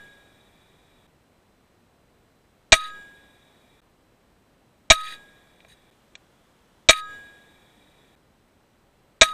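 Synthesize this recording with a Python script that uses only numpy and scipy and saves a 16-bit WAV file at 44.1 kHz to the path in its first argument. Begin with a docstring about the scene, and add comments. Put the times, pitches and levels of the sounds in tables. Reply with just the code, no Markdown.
"""A pre-charged air rifle fires at night, heard by a microphone fixed to the gun.
Each shot sums damped modes of the struck action, spring and steel, a decaying tube ping, a pressure
pulse and valve noise; filtered noise gives clatter and rubbing. The tail of one shot opens the scene, four
more follow, and all but the last tail stop at a splice. Still air and an electronic whine lie beneath.
The recorder ducks its gain late, recovers steadily and overloads; the level and the treble dip briefly."""
import sys
import numpy as np
from scipy import signal
from scipy.fft import rfft, irfft, next_fast_len
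from scipy.io import wavfile
from scipy.ndimage import uniform_filter1d

SR = 44100
rng = np.random.default_rng(int(sys.argv[2]) if len(sys.argv) > 2 else 0)


def dump_mix(stems):
    """Bounce the given channels to the path in sys.argv[1] as a 16-bit WAV at rate SR."""
    frames = np.atleast_2d(stems).T  # one column per channel
    limited = np.clip(frames, -1, 1)  # hard clip at full scale
    pcm = np.round(limited * 32767).astype(np.int16)
    wavfile.write(sys.argv[1], SR, pcm)


def how_loud(loudness_db):
    """Turn decibels into a plain amplitude multiplier (0 dB gives 1, 20 dB gives 10)."""
    steps = np.asarray(loudness_db, float) / 20
    return 10 ** steps


N = 411453
LEAD = SR // 2  # samples of run-up, so that the first tail and the gain are already under way
M = N + LEAD


def evened(x):
    """Power normalisation: scales a signal to rms 1."""
    return x / np.sqrt(np.mean(x ** 2) + 1e-20)


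def add(mix, s, sound):
    """Superposition: mixes a sound in at time s."""
    part = mix[LEAD + round(s * SR):][:len(sound)]
    part += sound[:len(part)]


def coloured(length, peaks):
    """Spectral shaping: white noise takes the summed power response of steep resonances, at rms 1."""
    hz = np.fft.rfftfreq(length, 1 / SR)
    power = 0
    for centre, width, db in peaks:
        power = power + how_loud(db) ** 2 / (1 + (2 * (hz - centre) / width) ** 2) ** 2
    white = rfft(rng.standard_normal(length))
    return evened(irfft(white * np.sqrt(power), length))


def ring(modes, t, colour_db=0, detune=0.):
    """Modal superposition: an impulse starts every mode at once, and each decays exponentially."""
    hz, db, t60 = np.transpose(modes)
    hz = hz * (1 + detune * rng.standard_normal(len(hz)))
    sign = rng.choice([-1., 1.], len(hz))
    decay = how_loud(-60 * t / t60[:, None])
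    return (sign * how_loud(db + colour_db)) @ (decay * np.sin(2 * np.pi * hz[:, None] * t))


# Spectrum of the still air and microphone noise.
# Each row: frequency in Hz, relative density in dB per Hz.
NIGHT_SPECTRUM = [(12, -29.5), (20, -3), (219, -4.5), (404, -7.5), (439, -8.5), (549, -9), (3540, -24),
                  (4180, -27), (7510, -31.5), (8160, -32.5), (15500, -35)]
# Electronic whine. Each row: frequency in Hz, rms level in dB.
WHINE_TONES = [(4032, -85.5), (8064, -85.5)]
NIGHT_DB = -62.5  # rms level of the noise


def night():
    """Stationary noise: still air and microphone noise with a faint electronic whine of steady sines."""
    size = next_fast_len(M)
    hz = np.fft.rfftfreq(size, 1 / SR)
    corner_hz, db = np.transpose(NIGHT_SPECTRUM)
    colour = how_loud(np.interp(np.log(hz + 1), np.log(corner_hz + 1), db))
    hush = evened(irfft(rfft(rng.standard_normal(size)) * colour, size))[:M]
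    t = np.arange(M) / SR
    whine = sum(np.sqrt(2) * how_loud(db) * np.sin(2 * np.pi * hz * t) for hz, db in WHINE_TONES)
    return how_loud(NIGHT_DB) * hush + whine


# Modes of the action and stock, before contact colour and extra damping.
# Each row: frequency in Hz, level in dB, decay time t60 in seconds.
ACTION_MODES = [(652.7, -0.5, 0.064), (1080, -12.5, 0.046), (1648, -11.5, 0.061), (1920, -8.5, .03),
                (2349, -1.5, .03), (2784, -12.5, .03), (3384, -8.5, 0.03), (3683, -10.5, 0.025),
                (3800, -2.5, 0.027), (3980, -12, .04), (4321, -16, 0.077), (5550, -15, 0.031),
                (5860, -11.5, 0.087), (6514, -9.5, 0.061), (7110, -7.5, 0.033), (7780, -14.5, 0.084),
                (7960, -15, 0.086), (10600, -22.5, 0.044), (12300, -27, .04)]
RATTLE_DB, RATTLE_T60 = -13, 0.071  # relative to the blow; t60 in s, before extra damping
FREE_T60, HELD_T60 = 3., .05  # s, extra damping of the action, free and held


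def knock(db, hz, octaves, damping_t60):
    """Impact excitation: a blow favours the modes near its contact colour and rattles briefly."""
    t = np.arange(SR // 4) / SR
    mode_hz = np.transpose(ACTION_MODES)[0]
    colour_db = -6 * (np.log2(mode_hz / hz) / octaves) ** 2
    rattle = coloured(len(t), [(hz, hz * octaves, 0)]) * how_loud(RATTLE_DB - 60 * t / RATTLE_T60)
    onset = np.minimum(t / .0008, 1)
    body = (ring(ACTION_MODES, t, colour_db, detune=0.0072) + rattle) * onset
    return how_loud(db - 60 * t / damping_t60) * body


# Blows common to every shot: hammer let go, valve struck, valve shut, hammer bounce.
# Each row: seconds after the shot, level in dB, centre of the contact colour in Hz, spread in octaves.
FIRING_BLOWS = [(-.0051, 2, 3915, .83), (.0001, 11.5, 2602, 2.5), (.0034, 9.5, 2300, .6),
                (0.0125, 11, 2328, .85)]


def firing(mix, s):
    """Successive impacts: hammer and valve knock the action alike at every shot."""
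    for wait, *blow in FIRING_BLOWS:
        add(mix, s + wait, knock(*blow, FREE_T60))


PUSH_S, PUSH_LEAD_S = .009, .003  # length of the puff, and its head start on the shot
SWING_DB = 6.5  # of the swing terms, relative to the puff
DIP_S, REBOUND_S, REBOUND_SHARE = .024, .047, .39  # decay constants, and rebound relative to dip


def push(db):
    """Pressure pulse: a puff of air, then a dip of pressure that swings back beyond rest."""
    t = np.arange(SR // 2) / SR
    puff = np.sin(np.pi * np.minimum(t / PUSH_S, 1)) ** 2
    late = np.maximum(t - PUSH_S / 2, 0)
    swing = REBOUND_SHARE * np.exp(-late / REBOUND_S) - np.exp(-late / DIP_S)
    onset = np.minimum(late / PUSH_S, 1) ** 2
    return how_loud(db) * (puff + how_loud(SWING_DB) * onset * swing)


def tube_ping(t, hz, db):
    """Air-column resonance: a single mode, damped ever faster by the returning air flow."""
    damping_db = 60 * t / .75 + 60 * (t / .35) ** 2
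    return how_loud(db - damping_db) * np.sin(2 * np.pi * hz * t)


# Modes of the hammer spring. Each row: frequency in Hz, level in dB, decay time t60 in seconds.
SPRING_MODES = [(3780, -8.5, 0.25), (3816, -8, 0.24), (3690, -13, 0.18), (8500, -26.5, .12),
                (8840, -26, 0.19)]


def spring_ring(t):
    """Free vibration: the hammer spring rings in its decaying modes."""
    return ring(SPRING_MODES, t, detune=0.0018)


# Modes of the barrel and steel parts.
# Each row: frequency in Hz, level in dB relative to the whole ring, decay time t60 in seconds.
STEEL_MODES = [(1647, 4, 0.95), (1806, -21, .9), (1954, -11, .55), (2440, -14, .6), (2923, -22, 1.1),
               (3521, -14, 0.49), (3817, -9, .45), (4690, -17, .55), (5835, -20, .55), (7164, -18, .75),
               (7179, -21, .6)]


def steel_ring(t, db, swell_s):
    """Gradual energy transfer: the steel takes up its ring over the swell time, then decays."""
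    swell = (1 - np.exp(-t / swell_s)) ** 2
    return how_loud(db) * swell * ring(STEEL_MODES, t, detune=0.00062)


# Resonances of the air passing the valve.
# Each row: centre in Hz, width in Hz, relative level in dB.
VALVE_PEAKS = [(300, 1500, -2), (1800, 430, -6), (2360, 190, -2), (3450, 320, -3), (3800, 60, 4),
               (7500, 300, -19), (8430, 170, -12), (4000, 21000, -22)]
SURGE_DB, SURGE_T60, SETTLED_T60 = 17.5, 0.83, 14  # surge relative to the settled flow; t60 in s


def refill_hiss(t, db):
    """Turbulent flow noise: the refilling air surges through the valve, then settles slowly."""
    flow = how_loud(SURGE_DB - 60 * t / SURGE_T60) + how_loud(-60 * t / SETTLED_T60)
    return how_loud(db) * flow * coloured(len(t), VALVE_PEAKS)


GRIP_DB = 2.5  # rms unevenness of the friction


def patchy(length, peaks):
    """Modulated friction noise: each resonance flutters on its own."""
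    flutter = uniform_filter1d(rng.standard_normal((len(peaks), SR)), 220)
    grip_db = GRIP_DB * evened(flutter)
    noise = 0
    for (hz, width, db), g in zip(peaks, grip_db):
        noise = noise + np.sqrt(width) * how_loud(db + g) * coloured(SR, [(hz, width, 0)])
    return evened(noise)[:length]


# Resonances of the gun under friction, body and treble.
# Each row: centre in Hz, width in Hz, relative level in dB before weighting by the root of the width.
BODY_PEAKS = [(1820, 400, -3.5), (2450, 150, -2.5), (2830, 360, -11), (3500, 470, -5.5), (3860, 130, 3),
              (4600, 490, -12)]
TREBLE_PEAKS = [(6550, 280, 2), (8866, 600, 1.5), (8700, 7900, -8.5)]
FADE_IN, FADE_OUT = 0.067, 0.41  # shares of the length


def scrape(length, body_db, treble_db, body_fall_db, treble_fall_db):
    """Friction excitation: uneven noise sounds through the gun and falls steadily in dB."""
    u = np.linspace(0, 1, round(length * SR))
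    body = how_loud(body_db - body_fall_db * u) * patchy(len(u), BODY_PEAKS)
    treble = how_loud(treble_db - treble_fall_db * u) * patchy(len(u), TREBLE_PEAKS)
    fade = np.minimum(1, np.minimum(u / FADE_IN, (1 - u) / FADE_OUT)) ** 2
    return (body + treble) * fade


def clatter():
    """Dense impacts as noise: loose parts clatter, and the treble dies faster than the body."""
    length = 0.11  # s
    body_rate, treble_rate = 330.5, 559.5  # fall in dB per s
    return scrape(length, -7.5, -4.5, body_rate * length, treble_rate * length)


# The shots. Each row: start in seconds, push of air in dB, tube pitch in Hz, tube ping in dB,
# steel ring in dB, steel swell time in seconds, level of the settled refill hiss in dB.
SHOT_ROWS = [(-.27, -6.5, 1250, -5, -32.5, .04, -59.5), (2.726, -6.5, 1260, -4.5, -29.5, .045, -59.5),
             (4.906, -4, 1264, -3.5, -35, .09, -60.5), (6.893, -10.5, 1261, -4, -27.5, .05, -58),
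             (9.217, -15, 1262, -2.5, -31.5, 0.051, -51)]
# Ends of the shot tails at the splices. Each entry: time in seconds.
TAIL_ENDS = [1.072, 3.805, 5.937, 8.155, 9.9]
CLATTER_WAIT_S = .007  # after the shot


def shots(mix):
    """Superposed sources: blows, push, ping, rings, hiss and clatter make up each shot."""
    for row, end in zip(SHOT_ROWS, TAIL_ENDS):
        s, push_db, tube_hz, ping_db, steel_db, swell_s, hiss_db = row
        t = np.arange(round((end - s) * SR)) / SR
        firing(mix, s)
        add(mix, s - PUSH_LEAD_S, push(push_db))
        add(mix, s, tube_ping(t, tube_hz, ping_db))
        add(mix, s, spring_ring(t))
        add(mix, s, steel_ring(t, steel_db, swell_s))
        add(mix, s, refill_hiss(t, hiss_db))
        add(mix, s + CLATTER_WAIT_S, clatter())


# Stray rebounds of loose parts.
# Each row: start in seconds, level in dB, centre of the contact colour in Hz, spread in octaves.
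REBOUNDS = [(2.7632, -23, 3800, .6), (4.9150, 4, 1983, 1.1), (4.9325, -4.5, 3800, .55),
            (6.9022, 0, 3500, 1.5), (6.931, 2.2, 2430, 0.54)]


def rebounds(mix):
    """Secondary impacts: loose parts strike the free action."""
    for s, *blow in REBOUNDS:
        add(mix, s, knock(*blow, FREE_T60))


# Cloth and hand rubbing on the gun. Each row: start in seconds, length in seconds,
# initial body level in dB, initial treble level in dB, fall over the length in dB.
RUB_ROWS = [(2.789, 0.15, -23, -37.5, 21.5), (4.976, 0.071, -27, -37, 6), (5.023, .18, -27.5, -40.5, 19.5),
            (5.679, .082, -59.5, -65.5, -3), (6.954, 0.075, -20.5, -31.5, 12),
            (9.281, 0.067, -23.5, -31.5, 21)]


def rubs(mix):
    """Sliding friction: cloth and hand rub on the gun, body and treble falling together."""
    for s, length, body_db, treble_db, fall_db in RUB_ROWS:
        add(mix, s, scrape(length, body_db, treble_db, fall_db, fall_db))


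# Fingers tapping the held gun.
# Each row: start in seconds, level in dB, centre of the contact colour in Hz, spread in octaves.
TAP_ROWS = [(5.604, -43.5, 2400, 0.71), (5.622, -61, 3000, 0.89), (5.6482, -43, 1300, 1.3),
            (6.153, -31.5, 2770, 1.13)]


def taps(mix):
    """Damped impacts: fingers tap the gun while the hold on it shortens its ring."""
    for s, *blow in TAP_ROWS:
        add(mix, s, knock(*blow, HELD_T60))


# Resonances of a fainter, duller hiss. Each row: centre in Hz, width in Hz, relative level in dB.
FAINT_PEAKS = [(3320, 670, -1.5), (810, 2700, 1), (5830, 11000, -12)]


def faint_hiss(mix):
    """Steady resonant noise: a fainter, duller hiss between two shots."""
    start, end, db = 5.937, 6.888, -69  # s, s, rms level
    add(mix, start, how_loud(db) * coloured(round((end - start) * SR), FAINT_PEAKS))


def scene():
    """Linear superposition: everything that reaches the microphone, with the run-up in front."""
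    mix = night()
    shots(mix)
    rebounds(mix)
    rubs(mix)
    taps(mix)
    faint_hiss(mix)
    return mix[None]


def gain_control(x):
    """Dynamic compression: the gain reacts late to loud sound and recovers steadily."""
    power_db = 10 * np.log10(uniform_filter1d(x ** 2, 200) + 1e-12)
    wanted_db = np.clip(power_db + 20, 0, 22)  # reduction above -20 dB, at most 22 dB
    rise = np.arange(M) * 110. / SR  # recovery of 110 dB per s
    held_db = np.maximum.accumulate(wanted_db + rise) - rise
    lag = np.exp(-1 / (0.016 * SR))  # time constant 16 ms
    return x / how_loud(signal.lfilter([1 - lag], [1, -lag], held_db))


def overload(x):
    """Saturation: the amplitude bends sharply into a ceiling."""
    knee = 4.5
    return 0.76 * np.tanh((abs(x) / 0.69) ** knee) ** (1 / knee) * np.sign(x)


# Brief dips of the level. Each row: start in seconds, length in seconds, gain in dB.
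DIPS = [(1.068, .008, -8), (3.8042, .013, -30), (5.9042, .0065, -30), (8.1542, .006, -30)]


def level_dips(x, t):
    """Gated attenuation: the level dips briefly."""
    for s, length, db in DIPS:
        x = x * np.where((t > s) & (t < s + length), how_loud(db), 1)
    return x


def dull_spans(x, t):
    """Low-pass filtering: the treble vanishes around each shot and the sharpest tap."""
    spans = [(s - .019, s + .015) for s, *_ in SHOT_ROWS] + [(6.145, 6.175)]  # s
    inside = sum(1. * ((t > start) & (t < end)) for start, end in spans)
    dull = uniform_filter1d(inside, 64)
    lowpass = signal.firwin(255, 8800, window=("kaiser", 8), fs=SR)
    low = signal.oaconvolve(x, lowpass, "same")
    return x + dull * (low - x)


def top_cut(x):
    """Nothing passes above the cut-off."""
    return signal.sosfilt(signal.butter(12, 15630, fs=SR, output="sos"), x)


def record(dry):
    """Signal chain: gain control, overload, brief dips of level and treble, then a band limit."""
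    t = (np.arange(M) - LEAD) / SR
    x = overload(gain_control(dry[0]))
    x = dull_spans(level_dips(x, t), t)
    x = signal.oaconvolve(x, signal.firwin(127, 15300, fs=SR), "same")  # cutoff in Hz
    finished = x[None, LEAD:]
    return top_cut(finished)


dry = scene()
out = record(dry)
dump_mix(out)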